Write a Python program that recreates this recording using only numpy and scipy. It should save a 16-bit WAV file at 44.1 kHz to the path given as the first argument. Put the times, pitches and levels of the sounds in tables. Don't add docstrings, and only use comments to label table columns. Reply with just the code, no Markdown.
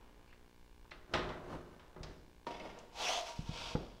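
import sys
import numpy as np
from scipy import signal
from scipy.fft import rfft, irfft
from scipy.io import wavfile

SR = 44100
rng = np.random.default_rng(int(sys.argv[2]) if len(sys.argv) > 2 else 0)


def bounce(signal):
    frames = np.transpose(np.atleast_2d(signal))
    limited = np.clip(frames, -1, 1)
    pcm = np.round(limited * 32767).astype(np.int16)
    wavfile.write(sys.argv[1], SR, pcm)


N = 176400
T = np.arange(N) / SR
TAP_RISE_S, TAP_TOP_HZ = 0.0015, 7000


def amp(db):
    return 10 ** (np.asarray(db) / 20)


def rms_one(x):
    return x / np.sqrt(np.mean(x ** 2) + 1e-20)


def at_hz(points, hz):
    pitches, values = np.transpose(points)
    return np.interp(np.log(hz + 1e-9), np.log(pitches), values)


def level(curve):
    return amp(np.interp(T, *np.transpose(curve), left=-200, right=-200))


def coloured(x, colour):
    return rms_one(irfft(rfft(x) * amp(at_hz(colour, np.fft.rfftfreq(N, 1 / SR))), N))


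def filtered(x, hz, kind="low", order=2):
    return signal.sosfilt(signal.butter(order, hz, kind, fs=SR, output="sos"), x)


def add(out, s, x):
    i = int(s * SR)
    out[i:i + len(x)] += x[:N - i]


def struck(tones, t, gains):
    return sum(gain * amp(db - 60 * t / ring_s) * np.sin(2 * np.pi * hz * t)
               for (hz, db, ring_s), gain in zip(tones, gains))


def resonate(x, resonances):
    return sum(amp(db) * signal.lfilter(*signal.iirpeak(hz, hz / width, fs=SR), x)
               for hz, width, db in resonances)


def echoing(x, echo_db=-3.5, ring_s=0.2):
    t = T[:SR // 2]
    echoes = filtered(rng.standard_normal(len(t)) * amp(-60 * t / ring_s), 1400, "high")
    return x + amp(echo_db) * signal.fftconvolve(x, echoes / np.linalg.norm(echoes))[:N]


def friction(colour, resonances=(), slips_per_s=3500, judder_db=2.0, judder_hz=70):
    slips = (rng.random(N) < slips_per_s / SR) * rng.choice([-1, 1], N)
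    sizes = amp(1.5 * np.minimum(rng.exponential(1, N), 5))
    shake = np.tanh(rms_one(filtered(rng.standard_normal(N), judder_hz)))
    hiss = 0.68 * rng.standard_normal(N)
    force = (rms_one(slips * sizes) + hiss) * amp(judder_db * shake)
    return coloured(echoing(force) + resonate(force, resonances), colour)


def metal(blows, tones):
    t, out = T[:SR], np.zeros(N)
    ring = struck(tones, t, (-1) ** np.arange(len(tones))) * np.minimum(t / TAP_RISE_S, 1)
    for s, db in blows:
        add(out, s, amp(db) * ring)
    return out


# (pitch [Hz], level [dB])
ROOM_COLOUR = [(45, 2.5), (90, -10), (160, -18.5), (900, -26.5), (1400, -34), (2300, -30.5), (5000, -35.5),
               (12000, -42)]
def room(db=-60.5):
    return amp(db) * coloured(rng.standard_normal(N), ROOM_COLOUR)


# (time [s], level [dB])
RUSTLE_LEVELS = [(0, -64.5), (.25, -70.5), (.48, -72)]
# (pitch [Hz], level [dB])
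RUSTLE_COLOUR = [(300, 9), (900, 4), (3500, -13), (8000, -49)]
def rustle():
    return level(RUSTLE_LEVELS) * friction(RUSTLE_COLOUR)


def buzz(hz=59.938, start_s=0.01135, gap_s=0.001547, fade_s=0.00038):
    up = np.exp(-((T - start_s) % (1 / hz)) / fade_s)
    down = np.exp(-((T - start_s - gap_s) % (1 / hz)) / fade_s)
    return amp(-51) * filtered(up - down, 5960)


# (time [s], level [dB])
RUB_LEVELS = [(.275, -71.5), (.36, -74)]
# (pitch [Hz], level [dB], ring time [s])
HANDLE_TONES = [(2520, 2, 0.17), (2730, 4, 0.2), (4350, -3.5, 0.16)]
def handle_rub():
    short_ring = struck(HANDLE_TONES, T[:SR // 350], np.ones(len(HANDLE_TONES)))
    return level(RUB_LEVELS) * rms_one(signal.fftconvolve(rng.standard_normal(N), short_ring)[:N])


# (time [s], level [dB], main pitch [Hz])
TICKS = [(0.327, -55.5, 2000), (0.851, -56.5, 1026), (0.909, -55, 4280), (0.916, -47.5, 2000),
         (2.031, -44.5, 5140), (2.466, -50, 4320), (2.787, -53, 6940), (3.753, -40, 1300)]
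def ticks(fade_s=0.006, tail_db=-18.5, tail_s=0.11):
    t, out = T[:SR // 2], np.zeros(N)
    shape = np.minimum(t / TAP_RISE_S, 1) * (np.exp(-t / fade_s) + amp(tail_db) * np.exp(-t / tail_s))
    for s, db, hz in TICKS:
        noise = coloured(rng.standard_normal(N), [(hz / 8, -18), (hz, 0), (hz * 8, -62)])
        add(out, s, amp(db) * noise[:len(t)] * shape)
    return filtered(out, TAP_TOP_HZ)


# (time [s], level [dB], bass boost [dB], treble boost [dB])
KNOCKS = [(0.913, -56, -5.5, 6.5), (1.136, -33, -5, 5.5), (1.289, -49.5, -5, 0), (1.533, -59.5, 11.5, -16),
          (1.794, -62, -35, 5.5), (1.961, -53, 2.5, -15), (2.031, -57.5, 0, 5.5), (2.068, -73, 13.5, 14)]
# (pitch [Hz], level [dB])
RATTLE_COLOUR = [(40, 7.5), (90, 2.5), (160, -2), (380, 2), (900, -4), (1500, -3.5), (2200, -12.5),
                 (3800, -15), (7000, -38), (15000, -64)]
# (pitch [Hz], ring time [s])
RATTLE_TIMES = [(210, 1.0), (560, 0.77), (1470, 0.55), (3880, 0.42)]
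# (pitch [Hz], level [dB], ring time [s])
PANEL_TONES = [(156, -4, 0.81), (361.3, -4, 0.86), (617.5, -9.5, 1), (843, -6, 0.21), (1038, -18, .55),
               (1246, -6.5, 0.29), (1672, -15, 0.21)]
def door_knocks(rise_s=0.004, crack_s=0.0046, crack_db=10):
    t, out = T[:SR], np.zeros(N)
    edges = np.geomspace(35, 16000, 19)
    centres = np.sqrt(edges[1:] * edges[:-1])
    weights = amp(at_hz(RATTLE_COLOUR, centres)) * np.sqrt(np.diff(edges))
    weights /= np.linalg.norm(weights)
    bands = np.array([rms_one(filtered(rng.standard_normal(N), band, "band", order=3))
                      for band in zip(edges, edges[1:])])
    fades = amp(-60 * t / at_hz(RATTLE_TIMES, centres)[:, None])
    crack = amp(crack_db) * np.exp(-t / crack_s) * np.minimum(centres / 3000, 1)[:, None]
    for s, db, bass_db, treble_db in KNOCKS:
        i = int(s * SR)
        boost = [(180, bass_db), (900, 0.0077), (4000, treble_db)]
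        rattle = (weights * amp(at_hz(boost, centres))) @ (bands[:, i:i + SR] * (fades + crack))
        gains = amp(at_hz(boost, np.array(PANEL_TONES)[:, 0]))
        panels = struck(PANEL_TONES, t, rng.choice([-1, 1], len(gains)) * gains)
        add(out, s, amp(db) * (rattle + panels) * np.minimum(t / rise_s, 1))
    return out


# (time [s], level [dB])
HANDLE_BLOWS = [(0.914, -61)]
def handle_ring():
    return metal(HANDLE_BLOWS, HANDLE_TONES)


# (time [s], level [dB])
HINGE_LEVELS = [(1.08, -65.5), (1.13, -51.5), (1.32, -51.5), (1.42, -56.5), (1.48, -51), (1.54, -44.5),
                (1.6, -54.5), (1.85, -65), (2.17, -66)]
# (pitch [Hz], level [dB])
HINGE_COLOUR = [(50, -2), (370, 5), (1200, -3.5), (2500, -19), (6000, -28.5), (15000, -49)]
def hinges():
    return level(HINGE_LEVELS) * friction(HINGE_COLOUR)


# (time [s], level before muffling [dB], muffled above [Hz])
BUMPS = [(2.007, -24, 67.5), (3.3911, -22, 176), (3.4921, -22, 190), (3.7519, -18.5, 640)]
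# (pitch [Hz], level [dB], ring time [s])
BUMP_TONES = [(45.9, -22, 0.78), (160.3, -16.5, 0.15), (188, 4, 0.0079), (233, -21, 0.059),
              (488, -13, 0.07), (844, -14.5, 0.11)]
def bumps(rumble_db=-22.5, rumble_s=0.1):
    t, out = T[:SR // 2], np.zeros(N)
    thud = struck(BUMP_TONES, t, -np.ones(len(BUMP_TONES)))
    for s, db, muffle_hz in BUMPS:
        noise = rms_one(filtered(rng.standard_normal(len(t)), 710))
        rumble = amp(rumble_db) * noise * np.exp(-t / rumble_s)
        add(out, s, amp(db) * filtered(thud + rumble, muffle_hz))
    return filtered(out, 41, "high", order=1)


# (time [s], level [dB])
DRAG_LEVELS = [(2.472, -47), (2.58, -50.5), (2.65, -48.5), (2.75, -52), (2.83, -57.5), (2.97, -67)]
# (pitch [Hz], level [dB])
DRAG_COLOUR = [(60, -19), (150, 5), (350, 5.5), (1000, 0.5), (1500, -9), (2700, -9), (5500, -20),
               (15000, -49.5)]
# (pitch [Hz], width [Hz], boost [dB])
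OVEN_RESONANCES = [(487.7, 9.5, 6), (645, 30, 4), (711, 19, 3.5), (929, 29, 7), (1386, 54, -1)]
def peel_drag(landing_s=2.467, landing_db=-37.5, fade_s=0.0074):
    since = T - landing_s
    landing = amp(landing_db) * np.clip(since / TAP_RISE_S, 0, 1) * np.exp(-np.abs(since) / fade_s)
    return (landing + level(DRAG_LEVELS)) * friction(DRAG_COLOUR, OVEN_RESONANCES)


# (time [s], level [dB])
RACK_BLOWS = [(2.467, -39), (3.285, -44)]
# (pitch [Hz], level [dB], ring time [s])
RACK_TONES = [(946, -2.5, 0.5), (1178, 0, 0.038)]
def rack_ring():
    return metal(RACK_BLOWS, RACK_TONES)


# (time [s], level [dB])
CATCHES = [(2.509, -48.5), (2.541, -50), (2.567, -54), (2.597, -47.5), (2.619, -57.5), (2.657, -55),
           (2.70, -54.5)]
# (pitch [Hz], width [Hz], boost [dB])
WIRES = [(2170, 80, 3), (2650, 60, 2), (2970, 78, -1), (3430, 160, -5), (4870, 120, -6), (5780, 260, -11)]
def rack_chatter(fade_s=0.014):
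    out = np.zeros(N)
    for s, db in CATCHES:
        wires = sum(rng.uniform(0.43, 1) * resonate(rng.standard_normal(SR), [wire]) for wire in WIRES)
        add(out, s, amp(db) * rms_one(wires) * np.exp(-T[:SR] / fade_s))
    return filtered(out, TAP_TOP_HZ)


def glide(curve, width_hz):
    s, hz, db = np.transpose(curve)
    slips = rms_one(filtered(rng.standard_normal((2, N)), width_hz / 2))
    phase = 2 * np.pi * np.cumsum(np.interp(T, s, hz)) / SR
    return level(np.c_[s, db]) * (slips[0] * np.cos(phase) + slips[1] * np.sin(phase))


# (time [s], level [dB])
SHOVE_LEVELS = [(2.92, -69), (2.975, -47), (3.02, -40.5), (3.08, -38), (3.19, -41.5), (3.235, -49),
                (3.3, -47), (3.34, -54.5), (3.5, -60.5)]
# (pitch [Hz], level [dB])
SHOVE_COLOUR = [(100, -20.5), (480, -4.5), (720, -1.5), (1100, -1.5), (1700, -10.5), (3000, -4),
                (6200, -10.5), (7500, -18.5), (15000, -37.5)]
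# (time [s], pitch [Hz], level [dB])
HOWL = [(2.94, 780, -59), (3.02, 880, -43), (3.06, 779, -63), (3.09, 715, -40.5), (3.2, 677, -45),
        (3.34, 655, -56.5)]
RASP = [(2.95, 4300, -76), (3.0, 3900, -50.5), (3.05, 3167, -44.5), (3.078, 2200, -37.5),
        (3.095, 2927, -46), (3.16, 3324, -42), (3.22, 3260, -55)]
HISS = [(3.01, 5500, -63), (3.08, 5570, -42.5), (3.12, 6100, -51), (3.2, 6500, -52.5)]
def peel_shove():
    scrape = level(SHOVE_LEVELS) * friction(SHOVE_COLOUR, OVEN_RESONANCES)
    return scrape + glide(HOWL, width_hz=80) + glide(RASP, width_hz=700) + glide(HISS, width_hz=700)


# (time [s], level [dB])
PULL_LEVELS = [(3.46, -58), (3.53, -50.5), (3.59, -45.5), (3.66, -45.5), (3.72, -45.5), (3.77, -56.5),
               (4.0, -70)]
# (pitch [Hz], level [dB])
PULL_COLOUR = [(100, 9), (300, 2), (750, 6.5), (1400, 4.5), (1850, -3), (3000, 7), (5200, 1.5), (7000, -9),
               (15000, -33.5)]
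def peel_pull():
    return level(PULL_LEVELS) * friction(PULL_COLOUR, OVEN_RESONANCES)


def scene():
    background = room() + rustle() + buzz()
    opening = handle_rub() + ticks() + door_knocks() + handle_ring() + hinges()
    thuds = bumps()
    peel = peel_drag() + rack_ring() + rack_chatter() + peel_shove() + peel_pull()
    return (background + opening + thuds + peel)[None]


def record(dry):
    return signal.sosfilt(signal.ellip(10, .1, 70, 15700, fs=SR, output="sos"), dry)


dry = scene()
out = record(dry)
bounce(out)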